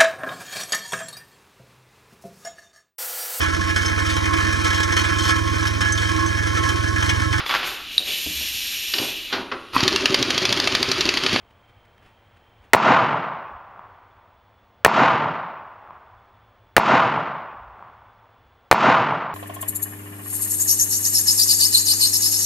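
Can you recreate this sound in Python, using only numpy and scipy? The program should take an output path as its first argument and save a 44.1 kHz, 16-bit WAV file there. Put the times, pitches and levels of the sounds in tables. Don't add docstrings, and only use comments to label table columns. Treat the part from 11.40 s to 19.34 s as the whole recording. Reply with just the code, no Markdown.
import sys
import numpy as np
from scipy import signal
from scipy.fft import rfft, irfft, next_fast_len
from scipy.io import wavfile

SR = 44100
rng = np.random.default_rng(int(sys.argv[2]) if len(sys.argv) > 2 else 0)


def transcribe(signal):
    frames = np.atleast_2d(signal).T
    limited = np.clip(frames, -1, 1)
    pcm = np.round(limited * 32767).astype(np.int16)
    wavfile.write(sys.argv[1], SR, pcm)


N = 350154
TIME = np.arange(N) / SR
SIZE = next_fast_len(N, real=True)
FREQS = np.maximum(np.fft.rfftfreq(SIZE, 1 / SR), 1)


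# t/s, shock level/dB, shock f/Hz, crack level/dB, gas level/dB, thump level/dB, echo gain/dB
SHOTS = [(1.3339, 22, 1200, 6.5, 1.5, -32, 0), (3.4479, 22, 1373, 11.5, -0.5, -31, -0.5),
         (5.3660, 20.5, 1597, 4, 0, -29, -0.5), (7.3130, 16.5, 1154, 6, 0, -23, 0)]
def pistol(roar_db=-18.0, stir_s=9.8):
    still_paths, near = woods(), slaps()
    stirred_paths = signal.hilbert(woods(), SIZE)[:N]
    stirred_share = np.clip(TIME / stir_s, 0, 1)
    out = np.zeros(N)
    for s, shock_db, hz, crack_db, gas_db, thump_db, echo_db in SHOTS:
        stirred = np.real(stirred_paths * np.exp(2j * np.pi * rng.random()))
        paths = np.sqrt(1 - stirred_share) * still_paths + np.sqrt(stirred_share) * stirred
        echoes = near + from_db(roar_db) * paths
        direct = blast(shock_db, hz, crack_db, gas_db, thump_db) + slide()
        out += delayed(direct + from_db(echo_db) * echoes, s)
    return out


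# f/Hz, relative level/dB
GAS_SPECTRUM = [(40, -13), (120, -11.5), (300, -2.5), (700, -0.5), (1100, 1), (1900, -1.5), (3000, -12),
                (5000, -23), (9000, -29), (16000, -33)]
def blast(shock_db, hz, crack_db, gas_db, thump_db, thump_hz=32):
    shock = -from_db(shock_db) * np.sin(2 * np.pi * hz * TIME) * dying(t60=0.0022)
    crack = from_db(crack_db) * noise(bell(hz=5800, width_hz=10000)) * dying(t60=0.0032)
    gas = from_db(gas_db) * noise(colour(GAS_SPECTRUM)) * dying(t60=0.04)
    thump = from_db(thump_db) * np.sin(2 * np.pi * thump_hz * TIME) * dying(t60=0.047)
    return shock + crack + gas + thump


def slide(after_s=0.016, clack_db=-29.0):
    return delayed(from_db(clack_db) * rng.standard_normal(N) * dying(t60=0.045), after_s)


# delay t/s, relative peak level/dB, f/Hz
REFLECTIONS = [(.0118, -8.5, 610), (.0140, 5, 837), (.0138, -9, 2372), (0.0156, -8, 260),
               (.0146, -18.5, 135.9), (.0323, -6, 980), (.0665, -7, 895), (.126, -6, 986),
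               (0.139, -16, 285), (.171, -10.5, 253), (.186, -21, 338), (0.29, -25, 142.9),
               (.329, -24.5, 149), (0.406, -24.5, 148.6), (.41, -13, 905), (.565, -24, 1028),
               (1.027, -36, 1310), (1.059, -29, 1030), (1.059, -44.5, 2270)]
def slaps(rise_cycles=0.94, near_rise_s=0.0003, smear_s_per_s=0.014, low_cut_hz=85):
    out = np.zeros(N)
    for s, peak_db, hz in REFLECTIONS:
        rise_s = min(rise_cycles / hz, near_rise_s + smear_s_per_s * s)
        age = np.minimum(TIME / rise_s, 50)
        envelope = from_db(peak_db) * age * np.exp(1 - age)
        out += delayed(envelope * np.sin(2 * np.pi * hz * TIME), s)
    return signal.sosfilt(signal.butter(3, low_cut_hz, "high", fs=SR, output="sos"), out)


# f/Hz, relative level/dB
ROAR_SPECTRUM = [(29, -60), (50, -34.5), (130, -0.5), (250, -5.5), (394, -9.5), (490, -8.5), (649, -4.5),
                 (773, -2.5), (899, -3), (1020, -1.5), (1390, -5), (1690, -11), (2720, -17), (7240, -44.5),
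                 (9000, -70), (11700, -88), (19800, -120)]
# f/Hz, bandwidth/Hz, gain/dB
ROAR_BANDS = [(253, 10, -1), (661, 16, 3.5), (903, 8.3, 7.5), (1000, 18, 1), (1186, 14, 1.5)]
def woods(bass_hz=260, middle_hz=700, boom_db=-2, clump_db=1.49, low_cut_hz=105):
    emphasis = from_db(sum(db * bell(hz, width) for hz, width, db in ROAR_BANDS))
    echoes = rfft(noise(colour(ROAR_SPECTRUM) * emphasis), SIZE)
    clumps_db = clump_db * drift(rate_hz=70)
    extra_path_s = np.minimum(TIME, 0.8) - 0.18
    centres = np.geomspace(125, 8000, 7)
    out = np.zeros(N)
    for hz, selector in zip(centres, np.eye(len(centres))):
        band_gain = np.interp(np.log(FREQS), np.log(centres), selector)
        band = irfft(echoes * band_gain, SIZE)[:N]
        bass = np.interp(np.log(hz), np.log([bass_hz, middle_hz]), [1, 0])
        loss_db = 8.0 * max(hz / 1000 - 1, 0) * extra_path_s
        gain_db = (1 - bass) * clumps_db + bass * boom_db - loss_db
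        out += band * roar_envelope(hz, bass) * from_db(gain_db)
    return signal.sosfilt(signal.butter(4, low_cut_hz, "high", fs=SR, output="sos"), out)


# fullest at t/s, build-up t/s, middle level/dB, bass level/dB, low cut f/Hz, decay rate/(dB/s)
ZONES = [(.06, 0.066, -4, 0.5, 218, 68.5), (.145, .048, 5.5, 2, 149.6, 41.5),
         (.37, 0.2, -10.5, -3.5, 80, 42.5), (1.03, 0.077, -27, -33, 100, 25)]
def roar_envelope(hz, bass, hold_s=0.045, bass_extra_db_per_s=30):
    t = TIME[::40]
    power = 0
    for s, build_s, middle_db, bass_db, lowest_hz, fade in ZONES:
        attack = np.exp(-np.clip((s - t) / build_s, 0, 10) ** 2)
        release_db = (fade + bass * bass_extra_db_per_s) * np.maximum(t - s - hold_s, 0)
        amplitude = attack * from_db((1 - bass) * middle_db + bass * bass_db - release_db)
        power += amplitude ** 2 / (1 + (lowest_hz / hz) ** 4)
    return np.interp(TIME, t, np.sqrt(power))


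# t/s, peak level/dB, half length t/s
PUFFS = [(.376, -47, .01), (1.206, -48, .012), (2.144, -44, .022), (4.741, -56, .06), (6.252, -50, 0.083)]
# f/Hz, relative level/dB
PUFF_SPECTRUM = [(20, -8.5), (60, 17.5), (95, 3.5), (150, -9), (300, -50), (2000, -80)]
def breeze():
    return noise(colour(PUFF_SPECTRUM)) * swells(PUFFS)


# f/Hz, relative level/dB
AIR_SPECTRUM = [(12, -39), (20, -8), (87, 4.5), (108, 7.5), (135, -8.5), (229, -9), (367, -11.5), (398, -8),
                (889, -5.5), (2850, -21), (3090, -18.5), (3650, -25.5), (12400, -50.5), (15000, -44.5)]
def air(level_db=-57.5):
    return from_db(level_db) * noise(colour(AIR_SPECTRUM))


# t/s, peak level/dB, half length t/s
RUSTLES = [(0.11, -59.5, .005), (.297, -63, 0.012), (.455, -61, 0.0057), (0.581, -54, .002),
           (0.629, -58, .003), (0.664, -55.5, .0025), (.668, -61, .04), (.973, -59.5, .008),
           (1.247, -61, 0.019)]
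# f/Hz, relative level/dB
RUSTLE_SPECTRUM = [(100, 0.5), (300, -5.5), (1000, -8.5), (2500, -8), (5000, -26), (12000, -34.5),
                   (16000, -56)]
def rustles_and_hush(hush_db=-64.5, until_s=1.5):
    hush = from_db(hush_db) * during(0, until_s)
    return noise(colour(RUSTLE_SPECTRUM)) * (hush + swells(RUSTLES))


# start t/s, end t/s, f/Hz, bandwidth/Hz, level/dB
TRILLS = [(0, 1.2, 3144, 110, -72.5), (0, 7.3, 3450, 70, -79.5)]
def insects():
    return sum(from_db(db) * during(start, end) * noise(bell(hz, width))
               for start, end, hz, width, db in TRILLS)


def from_db(db):
    return 10 ** (np.asarray(db) / 20)


def colour(points):
    hz, db = np.transpose(points)
    return from_db(np.interp(np.log(FREQS), np.log(hz), db))


def bell(hz, width_hz):
    return 1 / (1 + (2 * (FREQS - hz) / width_hz) ** 2)


def noise(gain):
    x = irfft(rfft(rng.standard_normal(SIZE)) * gain, SIZE)[:N]
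    return x / np.sqrt(np.mean(x ** 2) + 1e-20)


def drift(rate_hz):
    return noise(1 / (1 + (FREQS / rate_hz) ** 2))


def dying(t60):
    return from_db(np.maximum(-60 * TIME / t60, -300))


def delayed(x, s):
    start = int(round(s * SR))
    return np.concatenate([np.zeros(start), x[:N - start]])


def swells(events):
    return sum(from_db(db) * np.exp(-np.minimum(((TIME - s) / half_s) ** 2, 50))
               for s, db, half_s in events)


def during(start, end, edge_s=0.11):
    return np.clip(1 + np.minimum(TIME - start, end - TIME) / edge_s, 0, 1)


# f/Hz, side level relative to mid/dB
SIDE_SPECTRUM = [(60, -29.5), (250, -56.5), (1000, -74), (1800, -54), (2700, -32.5), (4200, -14.5),
                 (6400, -15), (10000, -25.5)]
def scene():
    mid = pistol() + air() + insects() + breeze() + rustles_and_hush()
    bounded = rfft(np.clip(mid, -1, 1), SIZE)
    side = irfft(bounded * 1j * colour(SIDE_SPECTRUM), SIZE)[:N]
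    return np.array([mid + side, mid - side])


def record(dry, whine_hz=15698, whine_db=-79.5, cutoff_hz=16000):
    whine = from_db(whine_db) * np.sqrt(2) * np.sin(2 * np.pi * whine_hz * TIME)
    low_pass = signal.ellip(10, .1, 70, cutoff_hz, fs=SR, output="sos")
    return signal.sosfilt(low_pass, np.clip(dry, -1, 1) + whine)


dry = scene()
out = record(dry)
transcribe(out)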